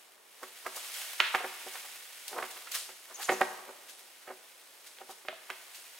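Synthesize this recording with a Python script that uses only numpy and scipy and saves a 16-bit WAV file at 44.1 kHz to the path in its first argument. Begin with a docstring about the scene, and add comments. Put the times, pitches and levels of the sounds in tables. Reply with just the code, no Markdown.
"""Stag thrashing a bough

Edge of a quiet wood, microphones close to a stag working his antlers through a low leafy bough.
Knocks are gritty contact noise, a crack and ringing wood; the hardest one tears the green fibres.
Leaves, twigs and swishes are shaped trains of tiny contacts, and trunks scatter the knocks back.
Some way off to the left a small bird gives three gliding whistles, over a hush of filtered noise."""
import sys
import numpy as np
from scipy import signal
from scipy.fft import rfft, irfft
from scipy.io import wavfile
from scipy.ndimage import uniform_filter1d

SR = 44100
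rng = np.random.default_rng(int(sys.argv[2]) if len(sys.argv) > 2 else 0)


def store_pcm(level_fs):
    """Save levels as 16-bit WAV."""
    pcm = np.round(np.clip(level_fs, -1, 1) * 32767).astype(np.int16)
    wavfile.write(sys.argv[1], SR, np.atleast_2d(pcm).T)


N = 264159  # length in samples

# Antler on wood. Each row: time in seconds, level in dB, brightness in Hz, contact time scale in seconds,
# ring of the bough in dB (relative), note of the struck spot in Hz, level of that note in dB.
ANTLER_KNOCKS = [ (0.431, -41, 960, 0.0048, 4, 1115, 7.5), (.664, -30, 1050, 0.0036, -5, 1226, 5),
                 (0.771, -45, 840, 0.0088, -2, 700, -10), (1.2027, -14.5, 1880, 0.0019, -20.5, 2965, 5.5),
                 (1.3488, -19, 1280, 0.0031, -11.5, 751, -2), (1.407, -38, 800, 0.006, -19, 730, 6),
                 (1.444, -39, 960, 0.0077, 10, 746, -1), (1.669, -47.5, 543, 0.009, 11, 379, -0.5),
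                 (1.755, -43, 1090, 0.01, -19, 1510, -9), (1.847, -50.5, 865, 0.008, -10, 760, 8),
                 (2.33, -43.5, 845, 0.011, 7, 470, -14), (2.364, -39.5, 680, 0.021, 8, 510, -12),
                 (2.385, -32.5, 890, 0.0088, 1, 636, -1), (2.427, -32, 1270, 0.003, -4.5, 1100, 2.5),
                 (2.439, -40.5, 1110, 0.0049, 0, 990, 2), (2.570, -46, 1340, 0.0039, -8, 1500, -6),
                 (2.673, -43.5, 1700, 0.0042, -13, 1410, 7), (2.892, -48, 1370, 0.0069, 4, 780, -4),
                 (3.11, -47.5, 880, 0.0077, 1, 990, -10), (3.201, -43, 920, 0.013, -17, 793, 6),
                 (3.2934, -19.5, 1310, .0023, 1, 2350, -8), (3.320, -32.5, 600, 0.0071, 14, 516, -16),
                 (3.4142, -18, 1040, 0.0031, -2, 767, 5.5), (3.691, -46, 626, 0.0106, 8.5, 680, -5),
                 (4.278, -45, 1200, 0.0029, 3, 585, 2), (4.288, -49, 1250, .008, -7, 540, -8),
                 (4.304, -42.5, 740, .009, 9, 382, -8), (4.9862, -47.5, 2400, 0.0016, -8.5, 3440, 4),
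                 (5.013, -47, 725, 0.0066, 5.5, 777, 8), (5.094, -48, 740, 0.0024, 4, 771, 8.5),
                 (5.107, -51, 760, .011, -1, 610, -8), (5.2513, -50, 1310, 0.0015, 0.5, 410, -9),
                 (5.2855, -28.5, 1750, .0016, -9, 614, -4.5), (5.3282, -49, 800, 0.0022, -22, 653, 10.5),
                 (5.5023, -31, 1565, 0.003, -10, 1685, 5)]
# Resonances of antler and bough. Each row: pitch in Hz, relative level in dB, t60 in seconds.
BOUGH_MODES = [(198.6, -25.5, 0.45), (257.5, -11.5, 0.23), (374.5, 4.5, 0.12), (480, 1.5, 0.065),
               (531.3, 7, 0.075), (602, 0, 0.093), (763, 11, 0.057), (907, -34.5, 0.12), (928, 1, 0.071),
               (1152, -5.5, 0.14), (1464, 3, 0.067), (1485, -3.5, 0.061), (1836, 4.5, 0.063),
               (2184, 0, 0.074)]
# Mostly sprays of leaves whipping past a tine; the sharpest short rows (3.412 s, 5.502 s) are twigs snapping.
# Each row: time in seconds, relative level in dB, rise in seconds, decay in seconds, low edge in Hz.
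LEAF_SWISHES = [ (.430, -47, .003, 0.016, 3000), (.667, -41.5, .002, 0.0091, 4500),
                (.763, -38, .005, 0.022, 4500), (.941, -40, .002, 0.026, 1600),
                (1.354, -42, 0.014, .014, 4500), (1.736, -43, .003, 0.0096, 4500),
                (2.281, -33, 0.0012, 0.0053, 2620), (2.514, -42.5, .0045, 0.009, 3000),
                (2.718, -32, 0.0033, 0.011, 1660), (2.748, -31.5, 0.0095, 0.034, 1170),
                (3.23, -34, 0.019, .006, 1000), (3.312, -38.5, 0.0096, 0.021, 3500),
                (3.412, -25, .0004, 0.001, 3500), (3.899, -44.5, 0.017, 0.0097, 1470),
                (3.993, -45, .0005, 0.0057, 2000), (4.872, -46.5, 0.017, 0.0097, 1500),
                (5.110, -46.5, 0.02, 0.014, 2200), (5.502, -41, .0004, .002, 3000),
                (5.747, -47, 0.01, .06, 1700)]
# Colour of the leaves. Each row: frequency in Hz, relative level in dB per Hz.
LEAF_SPECTRUM = [(100, -52), (220, -35), (600, -2), (1500, -11), (3000, 1.5), (5000, 3), (7000, 0),
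                 (10000, 1), (13000, -7), (15800, -23)]
# Colour of the dragging twigs. Each row: frequency in Hz, relative level in dB per Hz.
TWIG_SPECTRUM = [(100, -31), (250, -36), (400, -17.5), (800, -3.5), (1500, 5), (2300, 8.5), (3500, 7),
                 (5000, -0.5), (9000, 0.5)]
# Colour of the still woodland air. Each row: frequency in Hz, relative level in dB per Hz.
AIR_SPECTRUM = [(30, -27), (70, -29), (120, -22.5), (250, -8.5), (400, 0.5), (800, 1), (1500, -1.5),
                (3000, -14), (7000, -45), (15500, -16)]
# How alike a wide source reaches both microphones. Each row: frequency in Hz, left-right correlation.
STEREO_LIKENESS = [(100, 0.7), (400, 0.8), (1400, 0.46), (3000, 0.61), (5000, 0.25), (7500, 0.99),
                   (14000, 0.99)]
# Echo among the trunks. Each row: frequency in Hz, t60 of the late decay in seconds.
TRUNK_ECHO = [(200, 1.8), (600, 1.46), (1500, 1.11), (3000, 1.4), (8000, 1.25)]
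# Bird calls, each a quick arch. Each row: start in seconds, length in seconds, nominal top pitch in Hz,
# relative level in dB.
BIRD_CALLS = [(3.139, .028, 6950, -44), (3.236, .026, 7250, -41), (3.326, .022, 6750, -43)]
# How hard the bough swings. Each row: time in seconds, relative rustle level in dB.
BOUGH_SWAY = [(0, -63), (.22, -68), (.4, -60.5), (.7, -54), (.83, -49.5), (1.03, -46), (1.17, -50),
              (1.45, -53.5), (1.78, -50.5), (2.05, -55), (2.48, -53), (3.06, -59), (3.3, -52.5),
              (3.65, -59.5), (4.3, -61.5), (5.05, -61.5), (5.28, -63), (5.6, -58), (5.99, -57.5)]

BELOW_OCT, ABOVE_OCT = 0.75, 0.72  # a knock's band reaches this far either side of its brightness
MIDDLE_HZ = 1000  # brightness at which a knock's echo has the plain ECHO_DB
ECHO_DB, ECHO_DB_PER_OCT = -8, 3.5  # bright cracks carry further among the trees
TEAR_S, TEAR_DB = 1.255, -33  # when the tearing peaks, and how loud
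TEAR_RISE_S, TEAR_DECAY_S, TEAR_HZ = 0.024, 0.071, (1500, 3500)
FLUTTER_DB = 3  # leaves, relative to the swing
DRAG_DB = [[4.0], [5.0]]  # twigs at the left and right microphone, relative to the swing
SHAKE_DB, SETTLE_S = 9, 0.087  # a swish leaves the foliage trembling in proportion to its energy
TICKS_PER_S, TICK_SCATTER_DB = 45, 3.5
TICKS_DB, TICK_HZ, TICK_DECAY_S = -6, (700, 7000), 0.0026  # level relative to the swing
AIR_DB = -62.5
EDGE_HZ = 15900  # upper band limit at the microphones


def gain_of(db):
    """Decibels to amplitude."""
    return 10 ** (np.asarray(db) / 20)


def evened(x):
    """Scales to rms 1."""
    return x / np.sqrt(np.mean(x ** 2) + 1e-20)


def read(points, hz):
    """Reads a spectrum on a log-frequency axis."""
    f, value = np.transpose(points)
    return np.interp(np.log(hz + 1), np.log(f + 1), value)


def follow(curve):
    """A level curve as a gain for every sample."""
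    return gain_of(np.interp(np.arange(N) / SR, *np.transpose(curve)))


def add(mix, s, sound):
    """Mixes a sound in at time s."""
    part = mix[..., max(round(s * SR), 0):][..., :sound.shape[-1]]
    part += sound[..., :part.shape[-1]]


def freqs(x):
    """The frequencies of the spectrum of x, kept just above zero."""
    return np.fft.rfftfreq(x.shape[-1], 1 / SR) + 1e-3


def colour(x, gains):
    """Filters x by one gain per frequency."""
    return irfft(rfft(x) * gains, x.shape[-1])


def band(hz, low_hz, high_hz, low_slope, high_slope):
    """Gain of a band with sloping skirts."""
    low_skirt = 1 + (low_hz / hz) ** (2 * low_slope)
    high_skirt = 1 + (hz / high_hz) ** (2 * high_slope)
    return (low_skirt * high_skirt) ** -.5


def spread(pair):
    """Turns two unrelated signals into left and right of a wide source."""
    same = np.clip(read(STEREO_LIKENESS, freqs(pair)), 0, 1)
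    mid = colour(pair[0], np.sqrt(1 + same))
    side = colour(pair[1], np.sqrt(1 - same))
    return evened(np.array([mid + side, mid - side]))


def crackle(size, per_s, scatter_db):
    """Two trains of tiny contacts of uneven strength."""
    hit = rng.random((2, size)) < per_s / SR
    strength = gain_of(scatter_db * np.minimum(rng.exponential(1, (2, size)), 4))
    return evened(hit * strength * rng.choice([-1, 1], (2, size)))


def clumps(seconds, depth_db):
    """A wandering gain that gathers contacts into brief random clusters."""
    width = max(int(seconds * SR), 2)
    drift = uniform_filter1d(uniform_filter1d(rng.standard_normal(N), width), width)
    return gain_of(depth_db * evened(drift))


def antlers():
    """All knocks, slightly to the right, with their echo; brightness sets band and echo."""
    direct, sent = np.zeros(N), np.zeros(N)
    lead = .05  # seconds of room for the press before each blow
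    for s, level_db, bright_hz, contact, ring_db, note_hz, note_db in ANTLER_KNOCKS:
        octaves = np.log2(bright_hz / MIDDLE_HZ)
        low_hz, high_hz = bright_hz / 2 ** BELOW_OCT, bright_hz * 2 ** ABOVE_OCT
        echo_db = ECHO_DB + ECHO_DB_PER_OCT * octaves
        blow, ringing = knock(level_db, low_hz, high_hz, contact, ring_db, note_hz, note_db, lead)
        add(direct, s - lead, blow + ringing)
        add(sent, s - lead, gain_of(echo_db) * (blow + .5 * ringing))  # the crack carries further
    # (Hz, dB taken from the left and given to the right)
    lean_db = read([(300, 0.24), (700, 0.61), (1400, 1.1), (2600, 2.9), (5000, 0.4)], freqs(direct))
    return colour(direct, gain_of([-lean_db, lean_db])) + trees(sent)


def knock(level_db, low_hz, high_hz, contact, ring_db, note_hz, note_db, lead):
    """A tine presses into bark, bites, and leaves the wood ringing: returns the blow and the ring."""
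    t = np.arange(SR // 4) / SR - lead
    hz = freqs(t)
    grip = np.exp(-abs(t) / np.where(t < 0, 1.46 * contact, 1.4 * contact))
    grip += gain_of(-20.0) * (t > 0) * np.exp(-abs(t) / 0.042)  # the branch chatters on after the blow
    slips = grip * (crackle(len(t), 1800, 2)[0] + .3 * rng.standard_normal(len(t)))

    # the soft bark gives first, with a dull sound
    pressing = rfft(slips * (t < 0)) * band(hz, 1, .7 * high_hz, 2, 4)
    grit = pressing + rfft(slips * (t >= 0))
    grit /= np.sqrt(uniform_filter1d(abs(grit) ** 2, size=150))  # sharp contacts feed all pitches alike

    # the shorter the contact, the more of it is one clean crack
    bite = 2 * np.exp(-contact / 0.0033) * band(hz, low_hz, SR, 0.39, 2)
    # bending waves run slower at low pitch, which draws the crack out a little
    cycles = hz * (lead - .0004) + np.sqrt(hz / 450)
    force = grit + bite * np.exp(-2j * np.pi * cycles)
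    force /= np.sqrt(uniform_filter1d(abs(force) ** 2, size=120))

    wood = band(hz, low_hz, high_hz, 2.77, 3.3) * band(hz, 224, SR, 5.2, 2)
    push = gain_of(-53) * band(hz, 80, 200, 1, 2)  # faint low shove
    blow = irfft(force * (wood + push), len(t))
    blow *= np.linalg.norm(grip) / np.linalg.norm(blow)

    after = np.maximum(t + 0.315 * contact, 0)  # the ring starts just ahead of the peak of the blow
    swell = 1 - np.exp(-after / (.5 * contact))
    ring = np.zeros(len(t))
    for f, db, t60 in BOUGH_MODES:
        mode = gain_of(db - 60 * after / t60) * np.sin(2 * np.pi * (f * after + rng.random()))
        ring += band(f, 1, high_hz, 2, 0.63) * mode  # dull blows excite the high modes less
    note_fade = gain_of(note_db - 60 * after * note_hz / 50)  # falls 60 dB in 50 cycles
    note = note_fade * np.sin(2 * np.pi * note_hz * after)
    ringing = swell * (gain_of(ring_db - 10.0) * ring + note)
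    return gain_of(level_db) * blow, gain_of(level_db) * ringing


def trees(x):
    """Trunks and canopy scatter a sound back in many small echoes."""
    hz, t, z = signal.stft(spread(crackle(SR, 3000, 0.33)), SR, nperseg=256)
    late = gain_of(-60 * t / read(TRUNK_ECHO, hz)[:, None])
    early = 1 + np.exp(-t / 0.082)
    onset = 1 - np.exp(-t / 0.002)
    tail = signal.istft(z * late * early * onset, SR, nperseg=256)[1]
    return signal.fftconvolve(x[None], tail / np.linalg.norm(tail[0]), axes=1)[:, :N]


def tearing():
    """Green fibres give way one after another in a dense crunch."""
    t = np.arange(N) / SR - TEAR_S
    fibres = spread(crackle(N, 2500, 2.5))
    fibres = evened(colour(fibres, band(freqs(fibres), *TEAR_HZ, 3.5, 4.5)))
    swell = np.where(t < 0, np.exp(-(t / TEAR_RISE_S) ** 2 / 2), np.exp(-abs(t) / TEAR_DECAY_S))
    return gain_of(TEAR_DB) * swell * fibres


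def foliage():
    """Leaves tick against each other thousands of times a second while twigs drag through them."""
    leaves = spread(crackle(N, 7000, 2.2)) * clumps(0.02, 0.2)
    twigs = spread(crackle(N, 2500, 1)) * clumps(0.008, 1.2)
    hz = freqs(leaves)
    # the twigs set their bough humming: peaks 14 Hz wide to either side
    bough = sum(gain_of(db) / np.hypot(1, (hz - f) / 14) for f, db, t60 in BOUGH_MODES)
    leaves = evened(colour(leaves, gain_of(read(LEAF_SPECTRUM, hz))))
    twigs = evened(colour(twigs, gain_of(read(TWIG_SPECTRUM, hz)) * (1 + 0.46 * bough)))
    swing = follow(BOUGH_SWAY)
    flutter = np.hypot(gain_of(FLUTTER_DB) * swing, trembling())
    return flutter * leaves + gain_of(DRAG_DB) * swing * twigs


def trembling():
    """The flutter that each swish leaves behind, as a gain for every sample."""
    t, power = np.arange(SR) / SR, np.zeros(N)
    for s, level_db, rise, decay, low_hz in LEAF_SWISHES:
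        shake = gain_of(level_db + SHAKE_DB) * np.exp(-t / SETTLE_S)
        add(power, s, (rise + decay) * shake ** 2)
    return np.sqrt(power)


def flicks():
    """Single stiff twigs flick in the rustle, each a short decaying tick of noise."""
    t = np.arange(SR // 40) / SR
    tick = rng.standard_normal(len(t)) * np.exp(-t / TICK_DECAY_S)
    contacts = spread(crackle(N, TICKS_PER_S, TICK_SCATTER_DB))
    ticks = signal.oaconvolve(contacts, tick[None], axes=1)[:, :N]
    ticks = evened(colour(ticks, band(freqs(ticks), *TICK_HZ, 2.2, 1)))
    return gain_of(TICKS_DB) * follow(BOUGH_SWAY) * ticks


def swishes():
    """Sudden bursts of leaf contacts that die away."""
    out, lead = np.zeros((2, N)), .06  # lead: seconds of room for the rise
    t = np.arange(SR // 3) / SR - lead
    for s, level_db, rise, decay, low_hz in LEAF_SWISHES:
        burst = spread(crackle(len(t), 8000, 4.1))
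        burst = evened(colour(burst, band(freqs(t), low_hz, 3900, 5.8, 0.81)))
        swell = np.exp(-abs(t) / np.where(t < 0, rise, decay))
        add(out, s - lead, gain_of(level_db - 0.5) * burst * swell)
    return out


def bird():
    """Thin whistles that shoot up and slide down, some way off to the left, with their echo."""
    out = np.zeros(N)
    for s, length, top_hz, level_db in BIRD_CALLS:
        u = np.linspace(0, 1, int(length * SR))
        hz = top_hz * np.interp(u, [0, .38, 1], [.78, 1.01, .78])
        whistle = signal.windows.tukey(len(u), .5) * np.sin(2 * np.pi * np.cumsum(hz) / SR)
        add(out, s, gain_of(level_db) * whistle)
    # weaker and one sample later on the right
    direct = np.array([gain_of(5.0) * out, gain_of(1.0) * np.roll(out, 1)])
    return direct + gain_of(-1.0) * trees(out)


def air():
    """The faint steady hush of the wood, from all around: wide filtered noise."""
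    hush = spread(rng.standard_normal((2, N))) + 0.9 * rng.standard_normal((2, N))
    return gain_of(AIR_DB) * evened(colour(hush, gain_of(read(AIR_SPECTRUM, freqs(hush)))))


def scene():
    """The stag at his bough, the bird and the still air."""
    return antlers() + tearing() + foliage() + flicks() + swishes() + bird() + air()


def record(dry):
    """Two close microphone ports, thin in the deep bass, the left a shade early; then the band limit."""
    hz = freqs(dry)
    # (Hz, radians): the left phase leads and the right lags by this much
    turn = read([(100, 0.022), (600, 0.079), (2500, 0.031), (5000, 0.37), (8000, 0.12)], hz)
    bass = gain_of(read([(40, -6), (100, 2.5), (200, -1)], hz))  # (Hz, dB)
    ports = colour(dry, bass * np.exp(1j * np.array([turn, -turn])))
    limit = signal.firwin(511, EDGE_HZ, window=("kaiser", 9), fs=SR)
    return signal.oaconvolve(ports, limit[None], "same")


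dry = scene()
out = record(dry)
store_pcm(out)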